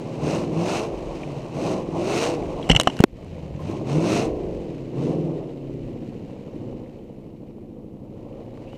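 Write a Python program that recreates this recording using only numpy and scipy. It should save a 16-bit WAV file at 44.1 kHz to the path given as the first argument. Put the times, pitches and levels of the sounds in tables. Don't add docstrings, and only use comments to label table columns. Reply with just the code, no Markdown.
import sys
import numpy as np
from scipy import signal
from scipy.fft import rfft, irfft, next_fast_len
from scipy.io import wavfile
from scipy.ndimage import uniform_filter1d

SR = 44100
rng = np.random.default_rng(int(sys.argv[2]) if len(sys.argv) > 2 else 0)


def to_linear_factor(level_db):
    exponent = np.asarray(level_db, float) / 20
    return 10 ** exponent


def put_to_file(sound):
    columns = np.atleast_2d(sound).T
    safe = np.clip(columns, -1, 1)
    whole_steps = np.round(safe * 32767)
    wavfile.write(sys.argv[1], SR, whole_steps.astype(np.int16))


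N = 386757
TIME = np.arange(N) / SR

# climb start in seconds, length in seconds, firing rate from and to in Hz.
CLIMBS = [(0.0, 0.13, 119.6, 127), (0.172, .23, 130, 181), (0.559, 0.27, 157.2, 226),
          (1.1, 0.11, 164.3, 156), (1.5, 0.24, 123.4, 196), (1.94, 0.38, 158.2, 256),
          (2.5, 0.22, 182.2, 170), (3.1, 0.092, 107.1, 98), (3.529, 0.24, 63.03, 114),
          (3.841, 0.45, 119.9, 240), (4.9, 0.25, 120, 165), (6.2, 0.17, 105, 101), (6.451, 0.26, 104, 121),
          (7.0, .22, 108.7, 103), (7.419, .22, 106.9, 109), (8.0, 0.4, 99.84, 114.5),
          (8.6, 0.15, 114.8, 114)]
FLYWHEEL_S = 0.054
# down in seconds, deepest in seconds, gains of exhaust, intake and firing tone in dB.
STABS = [(0.161, 0.318, 5, 13.5, 5.5), (0.509, 0.744, 3.5, 17.5, 9), (1.178, 1.301, 1, 0.5, 5),
         (1.508, 1.674, 9, 12, 4), (1.879, 2.231, 5.5, 20.5, -3), (3.06, 3.419, -1.4, 0.1, 5.5),
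         (3.58, 3.699, 3.5, 7.5, 5), (3.82, 3.933, 4.5, 14.5, 7.5), (3.873, 4.161, 8, 23, 7.5),
         (4.908, 5.062, 7.5, 8.5, 2.5), (5.099, 5.29, -3, -0.5, 4.5), (5.58, 6.12, 3, 1, 1),
         (6.508, 6.701, 5.5, 1, 3), (8.079, 8.203, -2, 1.5, 6.5), (8.376, 8.6, -3, -2.5, 6)]
BARK_S, FADE_S, LIFT_S = 0.094, 0.24, 0.17
# time in seconds, load in dB, churn of fan and wheels in dB.
CRUISE = [(0.0, -33, -50.5), (.5, -28, -50), (.95, -32, -51), (1.48, -36.5, -50.5), (1.9, -31.5, -52),
          (2.4, -29, -50.5), (3.03, -35.5, -48.5), (3.07, -42, -56.5), (3.55, -33.5, -56.5),
          (4.4, -28, -54.5), (4.88, -35, -57), (5.3, -27, -56.5), (5.55, -36, -60), (6.45, -38, -60),
          (6.95, -41, -64), (7.4, -40, -69.5), (8.0, -39.5, -70), (8.77, -40.5, -59)]
# time in seconds, rumble gain in dB, rattle gain in dB.
JOLTS = [(.45, 2, 1), (.95, 15, 2.5), (1.25, 8, 2), (1.85, 7, 3.5), (2.5, 18, 4), (3.1, 9.5, -2.5),
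         (4.3, 16, -2), (4.65, 13, -3), (5.4, 3, 3.5), (5.8, 12, -1), (6.8, 7, 3), (8.3, 3, 6),
         (8.65, 4, 3.5)]
RUMBLE_DB, JOLT_S = -55.5, 0.33
LOPE_DB, LOPE_HZ = 1.5, 135

# frequency in Hz, level in dB.
PIPE_RESPONSE = [(20, -35.5), (60, -12.5), (110, -3), (160, 3), (230, -4.5), (330, 4.5), (430, -1),
                 (520, -11.5), (800, -59.5)]
# frequency in Hz, level in dB.
LINE_RESPONSE = [(20, -15), (100, 1.5), (160, 6), (192, 0.5), (228, 2.5), (275, 2), (335, 6), (400, 2.5),
                 (500, 3.5), (650, -2.5), (1000, -8.5)]
# multiple of cycle rate, level in dB throttle open, in dB shut.
CYCLE_LINES = [(3, -17, -13), (4, -7, -13.5), (5, -6, -13), (6, -10.5, -6), (7, -6.5, -2.5),
               (9, -4.5, -12.5), (10, -4, -1), (11, -5, -3.5), (12, -20.5, -10.5), (13, 0, -2),
               (14, -8, -2.5), (15, -10, 3), (16, 4, -5.5), (17, -19, 4.5), (18, -6.5, -2), (19, -12.5, -8),
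               (20, -18.5, -5.5), (21, -7.5, 0.5), (22, -14, -3), (23, -2.5, -5), (24, -11, -7),
               (25, -18, -3), (26, -6.5, -6), (27, -0.5, -6.5), (30, -17, -16.5), (31, -10, -7),
               (34, -9.5, -8), (36, -19.5, -12), (37, -26, -7), (38, -17, -13)]
# firing rate in Hz, gain in dB.
FIRING_TONE_GAIN = [(65, -11), (92, -11), (107, -14.5), (132, -5.5), (157, -7.5), (178, -12), (200, -18),
                    (250, -19.5)]
# frequency in Hz, level in dB per Hz.
PANELS_OPEN = [(260, -26.5), (450, -5), (545, 1.5), (634, 3), (888, -4.5), (1090, -4.5), (1230, -15),
               (1500, -33.5), (1950, -46), (3300, -120)]
# frequency in Hz, level in dB per Hz.
PANELS_CLOSED = [(260, -24), (450, -1.5), (542, 0), (588, -5.5), (787, -13.5), (987, -18), (1080, -21),
                 (1500, -38), (1950, -64), (3300, -120)]
CLATTER_DB = -4
BY_LOAD, BY_AIR, BY_GULP, BY_JOLT = 0.23, 0.54, 0.43, 0.91
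# frequency in Hz, level in dB per Hz.
AIR_OPEN = [(760, -20), (1300, 2.5), (1680, -5), (2710, 4), (3340, -7), (4070, -2.5), (4650, -7),
            (6350, -4.5), (7270, -12.5), (8150, -11), (11700, -28.5), (13000, -28), (15500, -39.5)]
# frequency in Hz, level in dB per Hz.
AIR_CLOSED = [(900, -23), (1300, -2), (1680, -2.5), (1950, 1.5), (2500, 3), (3050, 2), (3300, -5),
              (4150, -4), (4700, -8.5), (7350, -13), (8100, -16.5), (10900, -27), (15500, -36)]

# frequency in Hz, width in Hz, level in dB.
CASE_MODES = [(2140, 420, -10), (2880, 200, 1.5), (3900, 352, -19.5), (5600, 700, -20), (7400, 710, -24)]
# start in seconds, ring, crack and knock levels in dB, knock frequency in Hz.
MUD_HITS = [(2.6915, -18, -23, -20, 705), (2.6970, -4, -27, -10.5, 804), (2.7020, -8, -26.5, -2, 490),
            (2.7121, -3, -35.5, -14, 600), (2.7151, -3, -28.5, -22, 602.5),
            (2.7320, -24.5, -27.5, -19, 700), (2.7490, -12.5, -33, -16, 790),
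            (2.7515, -17, -24.5, -21.5, 904), (2.7626, -3, -16, -24, 892), (2.7724, -29.5, -23, -19, 794),
            (2.7990, -15, -4.5, -12.5, 3900), (2.7995, -13, -30.5, -8, 624), (2.8098, -13, -19, -29, 1200),
            (2.8130, -44, -9, -26.5, 1000), (2.8340, -33.5, -19, -44, 900), (2.873, -9.5, -14.5, 1, 741),
            (2.8739, -24, -49.5, -7, 1076), (2.8990, -22, -50, -26, 914), (2.9680, -45, -28, -39, 909),
            (2.9908, -25, -25.5, -26, 1476), (3.0030, -21, -49, -7.5, 429), (3.0058, -37, -17.5, -33, 509),
            (3.0225, -58, -71, -37, 1920), (3.2460, -60, -43, -54, 920)]
SMEAR_S = 0.0023
# start in seconds, push in dB, frequency in Hz, rise and fall in seconds.
PORT_LUMPS = [
    (2.6960, -12, 165, .003, .08),
    (2.6990, -13, 270, .002, .05),
    (2.6980, -14, 46, .006, .12),
    (2.7520, -12, 130, .006, .03),
    (2.880, -20, 260, .004, .03),
    (2.9972, -1, 165, .009, .006),
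    (3.0388, 26, 288, .0001, .0063),
    (3.0440, -10, 330, .0005, .009),
]
DIP_S, DIP_DB, RECOVER_S = 3.045, -13.5, 0.09
# start in seconds, level in dB, frequency in Hz.
BODY_DRIPS = [(1.2336, -34, 2383), (2.4246, -41, 2126), (2.46, -41, 1940), (2.6399, -33.5, 2050),
              (2.6274, -30, 3177), (4.783, -51, 2490), (6.8607, -54, 1940), (6.9852, -53, 3000),
              (7.6402, -62, 2027), (8.327, -54, 2748), (8.3903, -58, 2876), (8.574, -37, 651),
              (8.731, -39.5, 704)]
# start in seconds, length in seconds, level in dB, start and end in Hz.
RUBBER_SLIPS = [
    (3.585, .05, -45, 1040, 1060),
    (3.685, .05, -43, 1050, 1065),
    (8.66, .06, -60, 2500, 2880),
    (8.715, .054, -56, 2940, 2960),
]


def evened(x):
    return x / np.sqrt(np.mean(x ** 2) + 1e-20)


def levelled(x):
    power = uniform_filter1d(uniform_filter1d(x ** 2, size=8000), size=8000)
    return x / np.sqrt(power + 1e-20)


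def curve(rows, count):
    rows = np.asarray(rows, float)
    return np.interp(TIME, rows[:, 0], rows[:, count])


def add(mix, s, sound):
    part = mix[round(s * SR):][:len(sound)]
    part += sound[:len(part)]


def resonate(x, hz, width_hz):
    turn = np.exp(2j * np.pi * np.cumsum(hz * np.ones(len(x))) / SR)
    r = np.exp(-np.pi * width_hz / SR)
    return 2 * (turn * signal.lfilter([1 - r], [1, -r], x / turn)).real


def coloured(x, points):
    hz, db = np.transpose(points)
    size = next_fast_len(N)
    bins_hz = np.fft.rfftfreq(size, 1 / SR)
    gain = to_linear_factor(np.interp(np.log(bins_hz + 1), np.log(hz), db))
    return irfft(rfft(x, size) * gain, size)[:N]


def drift(hz):
    return evened(signal.sosfilt(signal.butter(2, hz, fs=SR, output="sos"), rng.standard_normal(N)))


def swell(start_s, top_s, end_s, hold_s=0):
    ramp = np.interp(TIME, [start_s, top_s, top_s + hold_s + 1e-4, end_s], [0, 1, 1, 0])
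    return np.sin(np.pi / 2 * ramp) ** 2


def drips():
    out, t = np.zeros(N), TIME[:1500]
    for s, db, hz in BODY_DRIPS:
        puff = rng.standard_normal(1500) * np.exp(-t / 0.0033)
        add(out, s, to_linear_factor(db + 16.0) * resonate(resonate(puff, hz, 390), hz, 900))
    return out


def squeaks():
    out = np.zeros(N)
    for s, length_s, db, from_hz, to_hz in RUBBER_SLIPS:
        hz = np.linspace(from_hz, to_hz, int(length_s * SR))
        tone = np.sin(2 * np.pi * np.cumsum(hz) / SR)
        scrape = evened(resonate(rng.standard_normal(len(hz)), hz, 0.06 * to_hz))
        add(out, s, to_linear_factor(db) * (tone + 0.6 * scrape) * signal.windows.tukey(len(hz), 0.6))
    return out


def mud():
    smears, out, t = np.zeros(N), np.zeros(N), TIME[:2000]
    smear_shape = (t / SMEAR_S) ** 0.11 * np.exp(-(t / SMEAR_S) ** 0.82)
    for s, ring_db, crack_db, knock_db, hz in MUD_HITS:
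        noise = rng.standard_normal(2000)
        knock = np.sin(2 * np.pi * hz * t) + 0.41 * np.sin(3.3 * np.pi * hz * t)
        add(smears, s, to_linear_factor(ring_db) * noise * smear_shape)
        add(out, s, to_linear_factor(crack_db) * noise * np.exp(-t / 0.00076))
        add(out, s, to_linear_factor(knock_db) * knock * np.exp(-t / 0.0024))
    shower = np.interp(TIME, [2.58, 2.7, 2.95, 3.03], [0, 1, 0.6, 0])
    drop_db = 4.0 * np.minimum(rng.exponential(1, N), 4) - 34.5
    spray = to_linear_factor(drop_db) * (rng.random(N) < 1500 * shower / SR)
    struck = smears + 0.55 * spray
    rung = np.zeros(N)
    for hz, width_hz, db in CASE_MODES:
        rung += to_linear_factor(db) * resonate(resonate(struck, hz, 1.6 * width_hz), hz, 2.1 * width_hz)
    low_pass = signal.butter(3, 8500, fs=SR, output="sos")
    return signal.sosfilt(low_pass, out + 6.32 * rung + 0.3 * spray)


def thumps():
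    push, t = np.zeros(N), TIME[:8000]
    for s, db, hz, rise_s, fall_s in PORT_LUMPS:
        fall_db = 60 * (np.maximum(t - rise_s, 0) / fall_s) ** 2
        shape = np.minimum(t / rise_s, 1) ** 2 * to_linear_factor(db - fall_db)
        add(push, s, shape * np.sin(2 * np.pi * hz * t + 0.4 * np.pi))
    stop = 1.1
    stopped = np.clip(push, -stop, stop)
    sagged = signal.lfilter(*signal.butter(1, 170, "high", fs=SR), stopped)
    pinned = np.minimum(6 * uniform_filter1d(1.0 * (abs(push) > stop), size=400), 1)
    return pinned * sagged + (1 - pinned) * stopped


def port_plug_db():
    return DIP_DB * (TIME > DIP_S) * np.exp(-np.maximum(TIME - DIP_S, 0) / RECOVER_S)


def revs():
    start_s, length_s, from_hz, to_hz = np.transpose(CLIMBS)
    corners_s = np.ravel([start_s, start_s + length_s], "F")
    rate_hz = np.interp(TIME, corners_s, np.ravel([from_hz, to_hz], "F"))
    for _ in range(2):
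        rate_hz = uniform_filter1d(rate_hz, int(FLYWHEEL_S * SR), mode="nearest")
    return rate_hz


def pedal():
    bark = [swell(s, s + BARK_S, top + FADE_S, max(top - s - BARK_S, 0)) for s, top, *_ in STABS]
    gulp = [swell(s, top, top + LIFT_S) ** 0.74 for s, top, *_ in STABS]
    gains_db = np.array(STABS)
    return [np.max(gains_db[:, [k]] * shape, 0) for k, shape in ((2, bark), (3, gulp), (4, bark))]


def firings(rate_hz, scatter_db, jitter_s):
    at = np.flatnonzero(np.diff(np.floor(np.cumsum(rate_hz) / SR)))
    chance = rng.standard_normal((len(at), 2))
    place = np.clip(at + jitter_s * chance[:, 0] * SR, 0, N - 1).astype(int)
    return np.bincount(place, to_linear_factor(scatter_db * chance[:, 1]), N)


def rumble(turns, jolt_db):
    crank = np.sqrt(2) * np.sin(2 * np.pi * turns / 4)
    wind = evened(resonate(resonate(rng.standard_normal(N), 42, 40), 42, 40))
    return to_linear_factor(RUMBLE_DB) * (to_linear_factor(0.43 * jolt_db) * crank + to_linear_factor(jolt_db) * wind)


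def hiss(hiss_db):
    air = rng.standard_normal(N) * to_linear_factor(1.6 * drift(150) + 0.7 * drift(14))
    bright = np.clip((hiss_db + 57.5) / 16, 0, 1)
    mixed = bright * evened(coloured(air, AIR_OPEN)) + (1 - bright) * evened(coloured(air, AIR_CLOSED))
    return to_linear_factor(hiss_db) * mixed


def clatter(rate_hz, opening):
    shake = levelled(firings(rate_hz, scatter_db=6.0, jitter_s=0.0008)) + 2.0 * rng.standard_normal(N)
    panels_open = levelled(coloured(shake, PANELS_OPEN))
    panels_closed = levelled(coloured(shake, PANELS_CLOSED))
    return opening * panels_open + (1 - opening) * panels_closed


def firing_tone(rate_hz, turns, level_db):
    tone_db = level_db + np.interp(rate_hz, *np.transpose(FIRING_TONE_GAIN))
    waver_db = 2.0 * drift(16) + 1.5 * drift(11)
    return np.sqrt(2) * to_linear_factor(tone_db + waver_db) * np.sin(2 * np.pi * turns)


def exhaust(rate_hz, opening):
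    step = slice(None, None, 16)
    cycles, share, t = (np.cumsum(rate_hz) / SR / 8)[step], opening[step], TIME[step]
    cycles = cycles + 0.005 * share * drift(12)[step]
    lines = np.zeros(len(t))
    overrun_db = 12 * (1 - share) * np.clip((rate_hz[step] - 140) / 50, 0, 1)
    for k, open_db, shut_db in CYCLE_LINES:
        lag, beat = rng.standard_normal(2)
        waver_db = 2.6 * np.sin(2 * np.pi * (2.5 + beat) * t + 9 * lag) + overrun_db * (k < 4.5)
        line_db = share * open_db + (1 - share) * shut_db + waver_db
        lines += to_linear_factor(line_db) * np.cos(2 * np.pi * k * cycles + 1.7 * lag)
    lines = signal.resample_poly(lines, 16, 1)[:N]
    burn = levelled(firings(rate_hz, scatter_db=9.0, jitter_s=0.0012)) + 0.64 * rng.standard_normal(N)
    rough = (0.42 + 0.16 * opening) * levelled(coloured(burn, PIPE_RESPONSE))
    return levelled(levelled(coloured(lines, LINE_RESPONSE)) + rough)


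def engine():
    rate_hz = revs()
    turns = np.cumsum(rate_hz) / SR
    bark_db, gulp_db, ring_db = pedal()
    load_db, churn_db = curve(CRUISE, count=1) + bark_db, curve(CRUISE, count=2)
    hiss_db = churn_db + gulp_db
    opening = np.clip((hiss_db + 58) / 14, 0, 1)
    lope = np.cos(2 * np.pi * (turns / 8 + 0.1 * drift(2)))
    lope_db = LOPE_DB * np.clip((LOPE_HZ - rate_hz) / 25, 0, 1) * (1 - opening) * lope
    jolt_db, rattle_db = sum(np.outer(db, swell(s - JOLT_S, s, s + JOLT_S)) for s, *db in JOLTS)

    panels_db = CLATTER_DB + BY_LOAD * load_db + BY_AIR * churn_db + BY_GULP * gulp_db
    panels_db = panels_db + BY_JOLT * rattle_db + 0.4 * lope_db + 1.5 * drift(14)
    panels = to_linear_factor(panels_db) * clatter(rate_hz, opening)
    bass = firing_tone(rate_hz, turns, load_db + ring_db) + rumble(turns, jolt_db)
    dip_db = port_plug_db()
    boom = to_linear_factor(load_db + lope_db + 0.65 * dip_db) * exhaust(rate_hz, opening)
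    return to_linear_factor(0.3 * dip_db) * bass + boom + to_linear_factor(dip_db) * (panels + hiss(hiss_db))


def scene():
    return (drips() + squeaks() + mud() + thumps() + engine())[None]


def band_limit(x):
    return signal.sosfilt(signal.butter(12, 16620, fs=SR, output="sos"), x)


def record(dry):
    power_db = 10 * np.log10(abs(uniform_filter1d(dry[0] ** 2, size=200)) + 1e-12)
    fall_db = TIME * 42.0
    held_db = np.maximum.accumulate(power_db + fall_db) - fall_db
    over_db = np.maximum(held_db + 6.5, 0)
    late_db = signal.lfilter([0.004], [1, -0.996], over_db)
    muffled = signal.sosfiltfilt(signal.butter(10, 15000, fs=SR, output="sos"), dry)
    preamp = to_linear_factor(-78) * coloured(rng.standard_normal(N), [(100, -3.5), (14800, 2), (15400, -37)])
    mix = np.clip(muffled / to_linear_factor(0.5 * late_db) + preamp, -1, 1)
    return band_limit(mix)


dry = scene()
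out = record(dry)
put_to_file(out)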